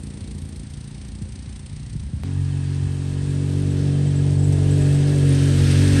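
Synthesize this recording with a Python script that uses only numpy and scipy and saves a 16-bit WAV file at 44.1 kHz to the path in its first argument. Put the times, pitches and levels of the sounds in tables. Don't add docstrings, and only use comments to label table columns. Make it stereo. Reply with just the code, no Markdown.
import sys
import numpy as np
from scipy import signal
from scipy.fft import rfft, irfft
from scipy.io import wavfile
from scipy.ndimage import uniform_filter1d

SR = 44100
rng = np.random.default_rng(int(sys.argv[2]) if len(sys.argv) > 2 else 0)


def invert_db(x):
    u = np.asarray(x, float) / 20
    return 10 ** u


def store_wav(level_fs):
    pcm = np.round(np.clip(np.atleast_2d(level_fs), -1, 1) * 32767)
    wavfile.write(sys.argv[1], SR, pcm.T.astype(np.int16))


N = 264600
CUT_S = 2.2356
TIME = np.arange(N) / SR
FREQ = np.maximum(np.arange(N // 2 + 1) * SR / N, 1)
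LOG_FREQ = np.log(FREQ)


def unit(x, live=slice(None)):
    return x / np.sqrt(np.mean(x[live] ** 2))


def running_rms(x):
    return np.sqrt(uniform_filter1d(x ** 2, SR // 2))


def columns(table):
    start_s, *rest = np.transpose(table)
    return [np.interp(TIME, start_s, column) for column in rest]


def on_log(hz, values):
    return np.interp(LOG_FREQ, np.log(hz), values)


def noise(gain):
    return irfft(rfft(rng.standard_normal(N)) * gain, N)


def causal(x, db):
    cepstrum = irfft(db * np.log(10) / 20, N)
    cepstrum[1:N // 2] *= 2
    cepstrum[N // 2 + 1:] = 0
    return irfft(rfft(x) * np.exp(rfft(cepstrum)), N)


def split(x, edges_hz, soft=1.074):
    below = [on_log([edge / soft, edge * soft], [1, 0]) for edge in edges_hz] + [1]
    whole = rfft(x)
    return [irfft(whole * (hi - lo), N) for lo, hi in zip([0] + below, below)]


def walk(rate_hz):
    hold = int(SR / rate_hz)
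    steps = np.repeat(rng.standard_normal(N // hold + 1), hold)
    return 1.12 * uniform_filter1d(uniform_filter1d(steps, hold), hold)[:N]


def struck(t, hz, t60_s, attack_s):
    return np.minimum(t / attack_s, 1) * np.sin(2 * np.pi * hz * t) * np.exp(-np.log(1000) * t / t60_s)


# [start_s, distance_m]
DISTANCE = [(0, 50.8), (2.23, 59.5), (2.24, 43), (2.6, 35.4), (3.5, 26), (4.3, 26.6), (4.85, 12.8),
            (5.0, 14.8), (5.5, 9.5), (5.66, 6.9), (6, 5.7)]


def approach_db():
    return -20 * np.log10(columns(DISTANCE)[0] / 10)


def crank(hz, live, start, jitter):
    return start + np.cumsum(hz * live) / SR + jitter * walk(25)


# [start_s, firing_hz, load_db, second_tone_db (its part of the load), rasp_db (re load)]
IDLE = [(0.0, 28.74, -33.5, -3.5, -6), (0.25, 28.97, -37.5, -5.5, -0.5), (0.42, 28.04, -34, -5, -5),
        (0.72, 28.18, -36.5, -2, -6.5), (0.92, 29.14, -36, -0.5, -7.5), (1.25, 29.27, -36, -12.5, -5),
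        (1.5, 29.4, -38, -7.5, -5), (1.75, 29.66, -37, 0, -8), (2.23, 30.26, -36, -4, -6.5)]
DRIVE = [(2.26, 46.53, -28, -5, -7), (2.41, 46.47, -21, -5, -16.5), (2.54, 46.74, -22.5, -2.5, -14),
         (2.86, 46.36, -22, -3, -13.5), (2.9, 46.35, -24.5, -3, -11.5), (3.69, 47.76, -19.5, -2, -8.5),
         (3.82, 47.25, -20, -1.5, -8.5), (4.03, 48.01, -17, -1, -10.5), (4.13, 47.26, -18, -1.5, -12),
         (4.38, 47.69, -16, -2, -13), (4.82, 47.55, -15.5, -1.5, -11), (4.93, 47.22, -15, -0.5, -13.5),
         (5.09, 48.17, -16.5, -1, -9.5), (5.31, 46.35, -14, -1, -11.5), (5.54, 46.95, -15.5, -2.5, -9.5),
         (5.72, 46.26, -14, -2.5, -11), (5.83, 48.27, -14, -4.5, -9), (5.98, 46.26, -15.5, -3, -5)]
# [start_s, [firing_multiple, level_db]]
IDLE_ORDERS = [
    (1.0, [(1, -30), (2, 21), (3, 18.5), (4, 4), (5, 11.5), (6, -13), (7, -2.5), (8, -11), (9, -9.5), (10, -18), (11, -18), (12, -24.5), (13, -16.5), (14, -31), (15, -29), (16, -27), (17, -47.5), (18, -25.5), (19, -43.5), (20, -36), (21, -50), (22, -33.5), (23, -57.5), (24, -45.5)]),
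]
DRIVE_ORDERS = [
    (2.9, [(1, -19), (2, -1.5), (3, 10), (4, -11.5), (5, -14), (6, -10.5), (7, -21.5), (8, -22.5), (9, -22.5), (10, -26.5), (11, -45), (12, -35), (13, -36), (14, -63), (15, -62), (16, -42.5)]),
    (4.4, [(1, -10), (2, 8.5), (3, -3.5), (4, -12), (5, -15.5), (6, -7), (7, -24), (8, -22), (9, -21), (10, -25.5), (11, -34.5), (12, -33.5), (13, -32), (14, -31), (15, -41), (16, -35.5), (17, -42), (18, -39.5), (19, -43.5), (20, -59.5)]),
    (5.5, [(1, -27), (2, -8.5), (3, 4.5), (4, -18), (5, -8), (6, -4.5), (7, -22), (8, -23), (9, -23.5), (10, -25), (11, -33.5), (12, -32), (13, -31), (14, -48.5), (15, -42), (16, -44.5)]),
]
BAND_EDGES_HZ = [105, 165, 310]
# [start_s, lag_ms, share_0_1]
WALL = [(0, 6.7, 0.28), (2.23, 5.2, 0), (2.24, 7.76, 0.39), (4.4, 8.45, 0.29), (5.0, 10.5, 0.46),
        (5.42, 10.85, 0.4), (5.58, 12.9, 0.9), (5.7, 12.3, 0.7), (5.83, 13.2, 0.7), (6, 14.3, 0.3)]
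# [start_s, share_0_1]
TAILPIPE = [(0, 0.38), (2.23, 0), (2.24, 0.12), (2.7, 0.5), (3.5, 0.66), (4.2, 0.67), (4.7, 0.88),
            (5.3, 0.82), (6, 0.56)]


def exhaust(turns, live, table, views, air_db, scatter_db, late_ms, late_hz, sweep_ms):
    hz, load_db, second_db, rasp_db = columns(table)
    strength = invert_db(scatter_db * rng.standard_normal(400))
    fires = np.diff(np.floor(turns), prepend=np.floor(turns[0])) > 0
    air = noise(invert_db(air_db + on_log([150, 700], [0, 18])))
    drive = unit(fires * strength[turns.astype(int)], live) + air

    sweep_from_hz, sweep_width_hz = 270, 400
    above = np.maximum(FREQ - late_hz, 0)
    up = np.clip(FREQ - sweep_from_hz, 0, sweep_width_hz)
    cycles = late_ms * above - sweep_ms * up ** 2 / (2 * sweep_width_hz)
    drive = irfft(rfft(drive) * np.exp(-2j * np.pi * cycles / 1000), N)

    mean_hz, heard = hz[live].mean(), 0
    view_s = [start_s for start_s, _ in views]
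    for facing, (_, orders) in zip(np.eye(len(views)), views):
        multiple, db = np.transpose(orders)
        points_hz = np.r_[mean_hz / 3, multiple * mean_hz, 1500, 4000]
        response = on_log(points_hz, np.r_[db[0] - 25, db, db[-1] - 22, -130])
        heard = heard + np.interp(TIME, view_s, facing) * causal(drive, response)

    bands = split(heard, BAND_EDGES_HZ)
    lag_ms, share = columns(WALL)
    for i, reach in ((2, 0.4), (3, 1)):
        bands[i] = bands[i] + reach * share * np.interp(TIME - lag_ms / 1000, TIME, bands[i])

    second = np.clip(invert_db(second_db) ** 2, 0, 0.95)
    sway_db = 1.4 * walk(7)
    second = second / (second + (1 - second) * invert_db(sway_db) ** 2)
    away_db, facing_db = -15, -3
    bark_db = away_db + (facing_db - away_db) * columns(TAILPIPE)[0]
    gains = [np.sqrt(1 - second), np.sqrt(second), invert_db(rasp_db), invert_db(rasp_db + bark_db)]
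    return invert_db(load_db) * sum(b / running_rms(b) * g for b, g in zip(bands, gains))


# [upper_edge_hz, need_db (over opening level)]
TOP_STRIPS = [(11400, 0.3), (11750, 1.2), (12200, 7), (14000, 13)]


def gate(top, level_db, opens_db):
    edges_hz, needs_db = np.transpose(TOP_STRIPS)
    margin_db = level_db - opens_db + 3 * walk(20)
    soft_db, out = 2, 0
    for strip, need_db in zip(split(top, edges_hz[:-1], soft=1.005), needs_db):
        opening = np.clip((margin_db - need_db + 2.2 * walk(53)) / soft_db, 0, 1)
        out = out + strip * uniform_filter1d(opening, size=300)
    return out


# [level_db (at 10 m), slope (dB per dB of approach)]
IDLE_HISS = [(-47.5, 0.74), (-48, 0.2935), (-24, 2.0041)]
DRIVE_HISS = [(-47, 0.54), (-37.5, 1.036), (-42, 0.98)]
# [freq_hz, level_db (per Hz)]
IDLE_COLOUR = [(290, -25), (500, -2.5), (602, -8.5), (657, -8.5), (762, -4.5), (1300, -11), (1400, -11.5),
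               (1860, -8.5), (2570, -11.5), (4330, -12.5), (5220, -15), (6050, -16.5), (7200, -11.5),
               (8780, -1), (9700, -7), (12600, -39), (21300, -120)]
DRIVE_COLOUR = [(410, -20), (700, -5), (942, -5), (1100, -8), (1510, -5.5), (1630, -5.5), (2150, -7),
                (2680, -7.5), (2890, -7), (3810, -8), (5980, -12), (7290, -10.5), (7960, -7.5), (8690, -5),
                (9700, -10), (12600, -42), (21300, -120)]
# [freq_hz, level_db]
TOP = [(9700, 0), (9900, -14), (10080, -70), (10750, -70), (11000, -12), (11900, -14), (12700, -36),
       (13500, -80)]
# [start_s, share_0_1]
CHUFF = [(0, 1), (1.96, 0.97), (2.02, 0.69), (2.23, 0.35), (2.24, 0.76), (6, 1)]


def hiss(turns, live, laws, opens_db, colour, steady, lag, length, scatter_db, crunch):
    roar_db, low_db, high_db = (db + slope * approach_db() for db, slope in laws)
    place = turns - lag
    size = invert_db(scatter_db * rng.standard_normal(400))[np.floor(place).astype(int)]
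    phase = place % 1
    burst = columns(CHUFF)[0] * size * (phase / length) ** 1.23 * np.exp(1 - phase / length)
    crushed = (rng.random(N) < 90 / SR) * invert_db(2.0 * rng.exponential(size=N))
    grains = uniform_filter1d(crushed, 130) * 130
    clatter = np.sqrt(burst ** 2 + (crunch * grains) ** 2)
    tone = invert_db(on_log(*np.transpose(colour[:-2])) + on_log(*np.transpose(TOP)))
    bright = invert_db(on_log([1000, 4500], [-17, 0]))
    out, tops = [], []
    for _ in range(2):
        mix = steady * rfft(rng.standard_normal(N)) + bright * rfft(clatter * rng.standard_normal(N))
        bands = split(irfft(mix * tone, N), [1250, 6500, 10450], soft=1.02)
        body, low, high, top = (unit(b, live) for b in bands)
        low = low * invert_db(low_db + 1.25 * walk(9))
        high = high * invert_db(high_db + 0.69 * walk(9))
        out.append(body * invert_db(roar_db) + low + high)
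        tops.append(top)
    out[0] = out[0] + gate(tops[0], high_db, opens_db) * invert_db(high_db - 16.5)
    return np.array(out)


BREEZE_DB = (-37.5, -52)
# [peak_s, peak_db, length_s]
GUSTS = [(1.1, -42.5, 0.18), (2.08, -33.5, .12), (2.47, -43, 0.064), (2.86, -32, 0.054), (3.27, -37, 0.082),
         (3.7, -39, .3), (4.45, -35, 0.36), (4.75, -33.5, .12), (5.13, -34.5, .12), (5.62, -33.5, .12),
         (5.9, -35, .2)]


def rumble():
    air = noise(invert_db(on_log([25, 45, 60, 110, 300, 900], [-26, 4, 7.5, 2.5, -23, -130])))
    power = invert_db(np.where(TIME < CUT_S, *BREEZE_DB)) ** 2
    for peak_s, peak_db, length_s in GUSTS:
        power = power + invert_db(peak_db) ** 2 * np.exp(-((TIME - peak_s) / length_s) ** 2)
    return unit(air) * np.sqrt(power) * invert_db(-1 + 2.2 * walk(7))


# [start_s, peak_db, end_pitch_hz]
THUMPS = [(0.209, -21.5, 89), (0.358, -22, 84), (0.428, -29, 78), (1.214, -17, 94.5), (1.323, -28, 90.07),
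          (1.37, -25.5, 65.1), (1.469, -22.5, 85), (1.714, -20.5, 75.45), (1.951, -17, 98),
          (2.039, -24, 68.55), (2.077, -31, 62.95), (2.133, -12, 72.6)]


def thumps(glide=2.63, fall_s=0.0055, rise_s=0.012):
    out = np.zeros(N)
    t = TIME[:SR // 8]
    swell = (t / rise_s) ** 1.23 * np.exp(1.36 * (1 - t / rise_s))
    for start_s, peak_db, pitch_hz in THUMPS:
        phase = 2 * np.pi * pitch_hz * (t + glide * fall_s * (1 - np.exp(-t / fall_s)))
        i = int(start_s * SR)
        out[i:i + len(t)] += invert_db(peak_db - 4.5) * swell * np.sin(phase)
    return out


# [level_db (at 10 m), far_slope, close_slope (dB per dB of approach)]
WHINE = (-43, 0.8, 2.2)
# [freq_hz, width_hz, level_db]
WHINE_MODES = [(1666, 69, -0.5), (1837, 33, -0.5), (2622, 100, -5.5), (3197, 110, -9.5)]


def whine():
    db_10m, far, close = WHINE
    level_db = db_10m + np.maximum(far * approach_db() - 0.1, close * approach_db())
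    ring = sum(invert_db(db) / (1 + 2j * (FREQ - hz) / width_hz) ** 2 for hz, width_hz, db in WHINE_MODES)
    return unit(noise(ring)) * invert_db(level_db - 4 + 2.2 * walk(12))


# [freq_hz, t60_s, level_db]
RATTLE_MODES = [(1652, .07, 0), (1820, .07, -16), (2640, 0.058, -9), (3090, 0.093, -3), (3510, 0.076, -11),
                (4330, 0.081, -3), (5200, 0.068, -9), (6130, .04, -12), (8400, 0.033, 0),
                (9030, 0.032, 6.5)]


def rattle(count=260):
    out = np.zeros(N + SR)
    t, near_db = TIME[:SR // 20], approach_db() - 36.0
    for when, which, detune, force in rng.random((count, 4)):
        hz, t60_s, db = RATTLE_MODES[int(which * len(RATTLE_MODES))]
        i = int((CUT_S + when * (6 - CUT_S)) * SR)
        size = invert_db(near_db[i] + db - 7.0 - 4.45 * np.log(force + 0.044))
        out[i:i + len(t)] += size * struck(t, hz * (.98 + 0.033 * detune), t60_s, attack_s=0.00096)
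    return out[:N]


# [start_s, pitch_hz, level_db]
BIRD = [
    (2.63, 4700, -73),
    (2.65, 4780, -54),
    (2.69, 4500, -59),
    (2.73, 4433, -70),
]


def bird():
    pitch_hz, level_db = columns(BIRD)
    sings = (TIME > BIRD[0][0]) & (TIME < BIRD[-1][0])
    return sings * invert_db(level_db) * np.sin(2 * np.pi * np.cumsum(pitch_hz) / SR)


# [start_s, lower_mode_peak_db, upper_mode_db (re lower)]
TINKLES = [(3.703, -44, -15), (4.0682, -41.5, -13), (4.1574, -39, -7), (4.3919, -41, -11),
           (4.4348, -38, -13), (4.5306, -43, -1), (4.7076, -38, -6), (4.8095, -40, -12), (4.9402, -40.5, 1),
           (4.9866, -48, -10)]
# [freq_hz, t60_s]
TINKLE_MODES = [(7740, 0.18), (8095, 0.3)]


def tinkles():
    out = np.zeros(N)
    t = TIME[:SR // 5]
    for start_s, peak_db, upper_db in TINKLES:
        i = int(start_s * SR)
        for (hz, t60_s), level_db in zip(TINKLE_MODES, (peak_db, peak_db + upper_db)):
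            out[i:i + len(t)] += invert_db(level_db) * struck(t, hz, t60_s, attack_s=0.00087)
    return out


def scene():
    early, late = TIME < CUT_S, TIME >= CUT_S
    slow = crank(columns(IDLE)[0], early, start=0.99, jitter=0.021)
    fast = crank(columns(DRIVE)[0], late, start=.8, jitter=0.008)

    idle = hiss(slow, early, IDLE_HISS, opens_db=-53.5, colour=IDLE_COLOUR, steady=0.36, lag=-0.11,
                length=0.11, scatter_db=2.2, crunch=0.035)
    idle[0] += exhaust(slow, early, IDLE, IDLE_ORDERS, air_db=-12, scatter_db=1.2,
                       late_ms=2.93, late_hz=193, sweep_ms=1.5)
    idle[0] += thumps()

    drive = hiss(fast, late, DRIVE_HISS, opens_db=-51.5, colour=DRIVE_COLOUR, steady=1.64, lag=0.44,
                 length=0.23, scatter_db=3.4, crunch=0.49)
    drive[0] += exhaust(fast, late, DRIVE, DRIVE_ORDERS, air_db=-19, scatter_db=.5,
                        late_ms=10.85, late_hz=175.7, sweep_ms=26.0)
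    drive[0] += whine() + rattle() + bird() + tinkles()

    out = early * idle + late * drive
    step = late * invert_db(-19.5) * np.exp(-np.maximum(TIME - CUT_S, 0) / 0.0011)
    out[0] += step + rumble()
    return out


def top_cut(x):
    return signal.sosfilt(signal.butter(12, 13420, fs=SR, output="sos"), x)


# [freq_hz, tilt_db (left minus right), left_lead_rad, likeness_0_1]
PORTS = [(35, 1.1, .25, 1), (90, 2.8, .31, 1), (260, 3.3, .36, .99), (430, 5.8, .58, .95),
         (600, 8.3, .1, .85), (860, 8.8, .2, .6), (1200, 7, -1.1, .54), (1700, 5.3, -.3, .58),
         (2400, 6, .4, .8), (3400, 4.8, .7, .87), (4800, 5.2, .65, .85), (6000, 2.3, .27, .86),
         (7000, 5.4, .12, .8), (8000, 1.1, .55, .91), (9000, .4, -.6, .9), (9600, .2, -2.1, .87),
         (10400, .2, 0, .93)]


def record(dry):
    hz, tilt_db, lead_rad, likeness = np.transpose(PORTS)
    share = np.clip(on_log(hz, likeness), 0, 1)
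    mix = np.sqrt((1 + share) / 2) * rfft(dry[0])
    apart = np.sqrt((1 - share) / 2) * rfft(dry[1])
    turn = invert_db(on_log(hz, tilt_db) / 2) * np.exp(.5j * on_log(hz, lead_rad))
    norm = 2 / np.abs(turn + 1 / turn).clip(1.2)
    left = irfft((mix + apart) * turn * norm, N)
    right = irfft((mix - apart) / turn * norm, N)
    return top_cut(np.array([left, right]))


dry = scene()
out = record(dry)
store_wav(out)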